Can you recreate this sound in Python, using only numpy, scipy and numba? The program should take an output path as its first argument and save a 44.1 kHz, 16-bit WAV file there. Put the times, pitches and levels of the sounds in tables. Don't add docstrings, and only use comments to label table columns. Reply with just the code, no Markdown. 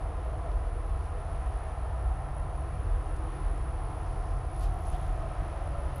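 import sys
import numpy as np
from scipy import signal
from scipy.fft import rfft, irfft
from scipy.io import wavfile
from scipy.ndimage import uniform_filter1d, map_coordinates
from numba import njit

SR = 44100
rng = np.random.default_rng(int(sys.argv[2]) if len(sys.argv) > 2 else 0)


def wav_record(signal):
    frames = np.transpose(np.atleast_2d(signal))
    bounded = np.clip(frames, -1, 1)
    quanta = np.round(bounded * 32767).astype(np.int16)
    wavfile.write(sys.argv[1], SR, quanta)


N = 264600

# (pitch [Hz], width [Hz], level between swells [dB])
BOOM_MODES = [(40.7, 12.6, -37.5), (60.87, 7.7, -39), (80.87, 5.9, -42)]
# (centre time [s], resonance [Hz], gain [dB])
BOOM_SWELLS = [(.12, 41, 5.5), (.12, 60, 7), (.55, 41, 9.5), (.67, 60, 3), (.93, 41, 8.5), (1.45, 60, 8.5),
               (1.52, 41, 8.5), (1.92, 60, 13.5), (2.08, 41, 6), (2.08, 60, 9), (2.44, 41, 3.5),
               (2.52, 82, 2.5), (2.62, 60, 10.5), (2.94, 41, 9.5), (2.99, 60, 7), (3.0, 82, 6),
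               (3.09, 41, 5.5), (3.46, 41, 4), (3.46, 82, 2), (3.89, 41, 4.5), (4.31, 41, 7.5),
               (4.64, 41, 10), (4.74, 82, 6), (5.1, 41, 9.5), (5.4, 41, 7.5), (5.87, 60, 6.5)]
def pump_boom(swell_half_s=.043, wander_db=1.5, steadying=.72):
    accents = [row + (swell_half_s,) for row in BOOM_SWELLS]
    out = 0
    for hz, width, db in BOOM_MODES:
        rumble = noise_band(hz, width)
        envelope = np.sqrt(uniform_filter1d(rumble ** 2, int(SR / width)) + .0067)
        compressed = unit(bandpass(rumble / envelope ** steadying, hz, 2 * width))
        level_db = db + swells(accents, hz) + standing_waves(hz) + wander_db * wander(14)
        out += undb(level_db) * compressed
    return out


# (centre time [s], resonance [Hz], gain [dB], half length [s])
STANDING_WAVES = [(0.85, 82, 1.5, 0.69), (0.65, 60, 2, 0.3), (2.9, 93, 3, 0.91), (4, 490, 4.5, 0.24),
                  (3.1, 490, 3, 0.33), (4.63, 318, 1, .4), (0.39, 659, 7, 0.2), (0.83, 737, -11, 0.1),
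                  (2, 659, 2, 0.36), (2.9, 737, -12, 0.04), (3.74, 737, -4.5, 0.15), (4.2, 737, 2, 0.14),
                  (0.52, 480, 5, 0.48), (2.2, 737, 1, 0.17), (3, 118, -3, 0.17), (2.54, 139, 3, 0.18),
                  (4.86, 139, 4, 0.26), (0.49, 139, 3, 0.38), (1.56, 318, -5.5, 0.55), (2.4, 568, 10, 0.44),
                  (1.8, 1800, 5, 0.48), (3.43, 1800, 6, 0.24), (1.96, 834, 7.5, 0.26), (3.22, 318, 3, 0.34),
                  (3.9, 659, 0, 0.38), (3.93, 834, 7.5, 0.18), (4.36, 118, 3.5, 0.24),
                  (4.16, 568, 6.5, 0.24), (4.85, 737, 6.5, 0.22), (4, 1017, 2, 0.5), (3.1, 834, 1.5, .4),
                  (2, 1340, 2.5, 0.3), (1.94, 404, 2.5, .4), (5.6, 1340, 2, 0.62), (5.45, 659, 3.5, 0.35),
                  (6, 568, 19.5, 0.48)]
def standing_waves(hz):
    return swells(STANDING_WAVES, hz)


# (pitch [Hz], width [Hz], base level [dB])
CAVITIES = [(28, 24.4, -45), (93.16, 7.1, -48), (118.6, 13.5, -49.5), (140.5, 23, -50), (320, 72, -54.5),
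            (403.5, 19.5, -60), (457.4, 56, -60.5), (497.7, 33, -59), (565, 32, -68.5), (662.7, 118, -51),
            (740.4, 98, -52), (829, 200, -57.5), (1014, 99, -56), (1088, 130, -59), (1246.6, 75, -59.5),
            (1340, 104, -60.5), (1807, 150, -70)]
def cavities(bass_below_hz=200, rise_db_per_s=.96, breathe_db=.5):
    rise_db = rise_db_per_s * (np.arange(N) - N / 2) / SR
    out = 0
    for hz, width, db in CAVITIES:
        level_db = db + standing_waves(hz) + (hz < bass_below_hz) * rise_db + breathe_db * wander(2.79)
        out += undb(level_db) * noise_band(hz, width)
    return out


# (frequency [Hz], relative level [dB])
WASH_COLOUR = [(20, -6.5), (70, -8), (150, -20.5), (220, -25), (560, -28), (700, -23), (1280, -28),
               (1550, -30.5), (2000, -35), (3000, -41.5), (3940, -47.5), (6000, -52.5), (7700, -59),
               (10000, -52), (11000, -65.5), (22000, -92)]
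# (time [s], gain [dB])
FLOW_RIDE = [(0, -0.5), (.7, -1.5), (1.2, 0), (2.5, -0.6), (3.9, 0.4), (4.5, -0.2), (5.4, 0.9), (6, 1.5)]
def water_flow(wash_db=-42, breathe_db=.5, fizz_db=-90.5, flicker_db=2.2):
    hz, db = np.transpose(WASH_COLOUR)
    colour = undb(np.interp(np.log(np.fft.rfftfreq(N, 1 / SR) + 1), np.log(hz), db))
    wash_gain = undb(wash_db + breathe_db * wander(3.39))
    wash = wash_gain * unit(irfft(colour * rfft(rng.standard_normal(N)), N))
    fizz = undb(fizz_db + flicker_db * wander(30)) * noise_band(hz=12900, width=3600)
    return undb(automation(FLOW_RIDE)[0]) * (wash + fizz)


# (time [s], rate [sweeps/s])
SWEEP_RATE = [(0, 61.97), (1, 61.85), (3.8, 61.87), (4.3, 62.0), (4.7, 62.05), (5.2, 62.25), (5.5, 61.95),
              (6, 61.5)]
def coil(top_hz=10464, span_hz=3445, drift_hz=18, jitter_hz=21.67, feet_db=-16, lean_db=3.5):
    first_crown_s = .0054
    sweeps = np.cumsum(automation(SWEEP_RATE)[0]) / SR - first_crown_s * SWEEP_RATE[0][1]
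    place = 2 * ((sweeps + .5) % 1) - 1
    depth = np.abs(place) ** 2.2
    hz = top_hz - span_hz * depth + drift_hz * wander(7.4) + jitter_hz * wander(60)
    gain = undb(feet_db * depth ** 1.4 + lean_db * np.sin(np.pi * place))
    return unit(np.sin(2 * np.pi * np.cumsum(hz) / SR) * gain)


ECHO_DELAYS = [5.983, 8.8, 12.4, 17.3, 23.1, 31.7]
ECHO_LEVELS = [-7, -18, -7, -13, -16, -17]
def with_echoes(tone, drift_ms=.0096):
    heard = tone.copy()
    for ms, db in zip(ECHO_DELAYS, ECHO_LEVELS):
        lag = (ms + drift_ms * wander(.7)) * SR / 1000
        heard += undb(db) * map_coordinates(tone, [np.arange(N) - lag], order=3)
    return heard


# (pitch [Hz], width [Hz], flicker [dB])
HOUSING_RINGS = [(9445, 80, 1.5), (9865, 85, 1.5), (10020, 80, 1.5), (10250, 120, 2.2), (10440, 190, 4)]
# (time [s], level of the sweep's low legs [dB], level of each ring [dB] x 5)
WHINE_MIX = [(0.0, -68, -79, -73, -73, -76, -77), (0.12, -74, -79, -77, -77, -78, -77),
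             (0.8, -72.5, -76, -72, -75, -74, -81), (1.4, -71.5, -77, -79, -76, -67.5, -68),
             (2.04, -70.5, -79, -76, -76, -76, -72), (2.64, -71, -79, -69.5, -76, -81, -72),
             (3.46, -70, -81, -72, -69, -69, -69), (4.41, -70, -76, -73, -75, -75, -72),
             (4.61, -71, -77, -73, -73, -69, -66), (4.93, -73, -86, -82, -76, -71, -65),
             (5.31, -71, -83, -74, -80, -78, -70), (5.52, -76, -84, -79, -77, -68, -68.5),
             (6.0, -73, -79, -74, -72, -70, -65.5)]
def supply_whine(legs_hz=9420):
    legs_db, *rings_db = automation(WHINE_MIX)
    tone = with_echoes(coil())
    legs = bandpass(bandpass(tone, legs_hz, width=1900), legs_hz, width=2400)
    out = undb(legs_db) * levelled(legs)
    for db, (hz, width, flicker_db) in zip(rings_db, HOUSING_RINGS):
        out += undb(db + flicker_db * wander(35)) * levelled(bandpass(tone, hz, width))
    return out


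# (peak time [s], rise [s], fall [s], level [dB], centre [Hz], width [Hz])
HISSES = [(.89, .06, .04, -82, 12000, 4000), (1.03, .05, 0.055, -73, 5500, 4000),
          (4.1, 0.18, 0.46, -72, 5030, 2530), (4.632, 0.057, 0.044, -58, 3300, 5000),
          (4.634, 0.043, 0.018, -62.5, 10200, 8000), (4.94, 0.08, 0.12, -63.5, 3260, 1500),
          (4.92, 0.15, 0.23, -70, 6000, 4500), (4.85, .12, 0.2, -75, 12000, 4400),
          (5.065, .013, .013, -74, 11000, 6000), (5.43, .015, .015, -80, 12000, 5000),
          (5.95, 0.12, 0.11, -66, 2930, 2000)]
def hisses(grain_db=1.9):
    t = np.arange(N) / SR
    out = 0
    for peak_s, rise, fall, db, hz, width in HISSES:
        from_peak = np.abs(t - peak_s) / np.where(t < peak_s, rise, fall)
        envelope = np.exp(-.8 * from_peak ** 1.4)
        out += undb(db + grain_db * wander(90)) * envelope * noise_band(hz, width)
    return out


# (time [s], peak level [dB], centre [Hz], width [Hz])
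TICKS = [(.2503, -66, 12000, 6000), (.5158, -50, 4100, 2200), (.8644, -61, 4500, 2000),
         (.8954, -61, 5000, 3000), (1.4087, -72, 12000, 4000), (1.6347, -66, 9000, 7000),
         (3.164, -52, 6800, 6000), (3.165, -69, 14000, 5000), (3.3657, -69, 12000, 4000),
         (3.578, -58, 8000, 7000), (3.9484, -66, 12000, 4000), (3.9809, -65, 12000, 4000),
         (4.735, -70, 13000, 500), (4.7561, -66, 13000, 500), (4.805, -67, 12800, 497),
         (4.8793, -63, 4700, 2500), (4.962, -60, 3300, 1500), (5.066, -54, 5000, 4000),
         (5.9597, -40, 11500, 4000), (5.9635, -60, 11900, 2970), (5.9813, -52, 13700, 4080),
         (5.9813, -61, 6900, 3020)]
def ticks(t60_s=.022, length=4096):
    out = np.zeros(N + length)
    for s, db, hz, width in TICKS:
        puff = rng.standard_normal(length) * 1000. ** (-np.arange(length) / SR / t60_s)
        burst = bandpass(bandpass(puff, hz, width), hz, width)
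        start = int(s * SR)
        out[start:start + length] += undb(db) * burst / np.abs(burst).max()
    return out[:N]


def undb(db):
    return 10 ** (np.asarray(db) / 20)


def unit(x):
    return x / np.sqrt(np.mean(x ** 2))


def levelled(x):
    return x / np.sqrt(uniform_filter1d(x ** 2, SR // 4))


def automation(table):
    times, *columns = np.transpose(table)
    return [np.interp(np.arange(N) / SR, times, column) for column in columns]


def swells(rows, own_hz):
    t = np.arange(N) / SR
    return sum(db * np.exp(-.5 * ((t - s) / half_s) ** 2)
               for s, hz, db, half_s in rows if abs(np.log(hz / own_hz)) < .08)


@njit
def bandpass(x, hz, width):
    y, band_state, low_state = np.empty(len(x)), 0., 0.
    tuning, damping = np.tan(np.pi * hz / SR), width / hz
    for i in range(len(x)):
        band = (band_state + tuning * (x[i] - low_state)) / (1 + tuning * (tuning + damping))
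        band_state = 2 * band - band_state
        low_state += 2 * tuning * band
        y[i] = damping * band
    return y


def noise_band(hz, width):
    noise = rng.standard_normal(N + SR // 5)
    return unit(bandpass(bandpass(noise, hz, width), hz, width)[-N:])


def wander(per_s):
    hold = int(SR / per_s)
    steps = np.repeat(rng.standard_normal(N // hold + 1), hold)
    return unit(uniform_filter1d(uniform_filter1d(steps, hold), hold)[:N])


def scene():
    return (pump_boom() + cavities() + water_flow() + supply_whine() + hisses() + ticks())[None]


def record(dry):
    low_cut = signal.butter(2, 20, "high", fs=SR, output="sos")
    high_cut = signal.ellip(8, .2, 70, 15400, fs=SR, output="sos")
    return signal.sosfilt(high_cut, signal.sosfilt(low_cut, dry))


dry = scene()
out = record(dry)
wav_record(out)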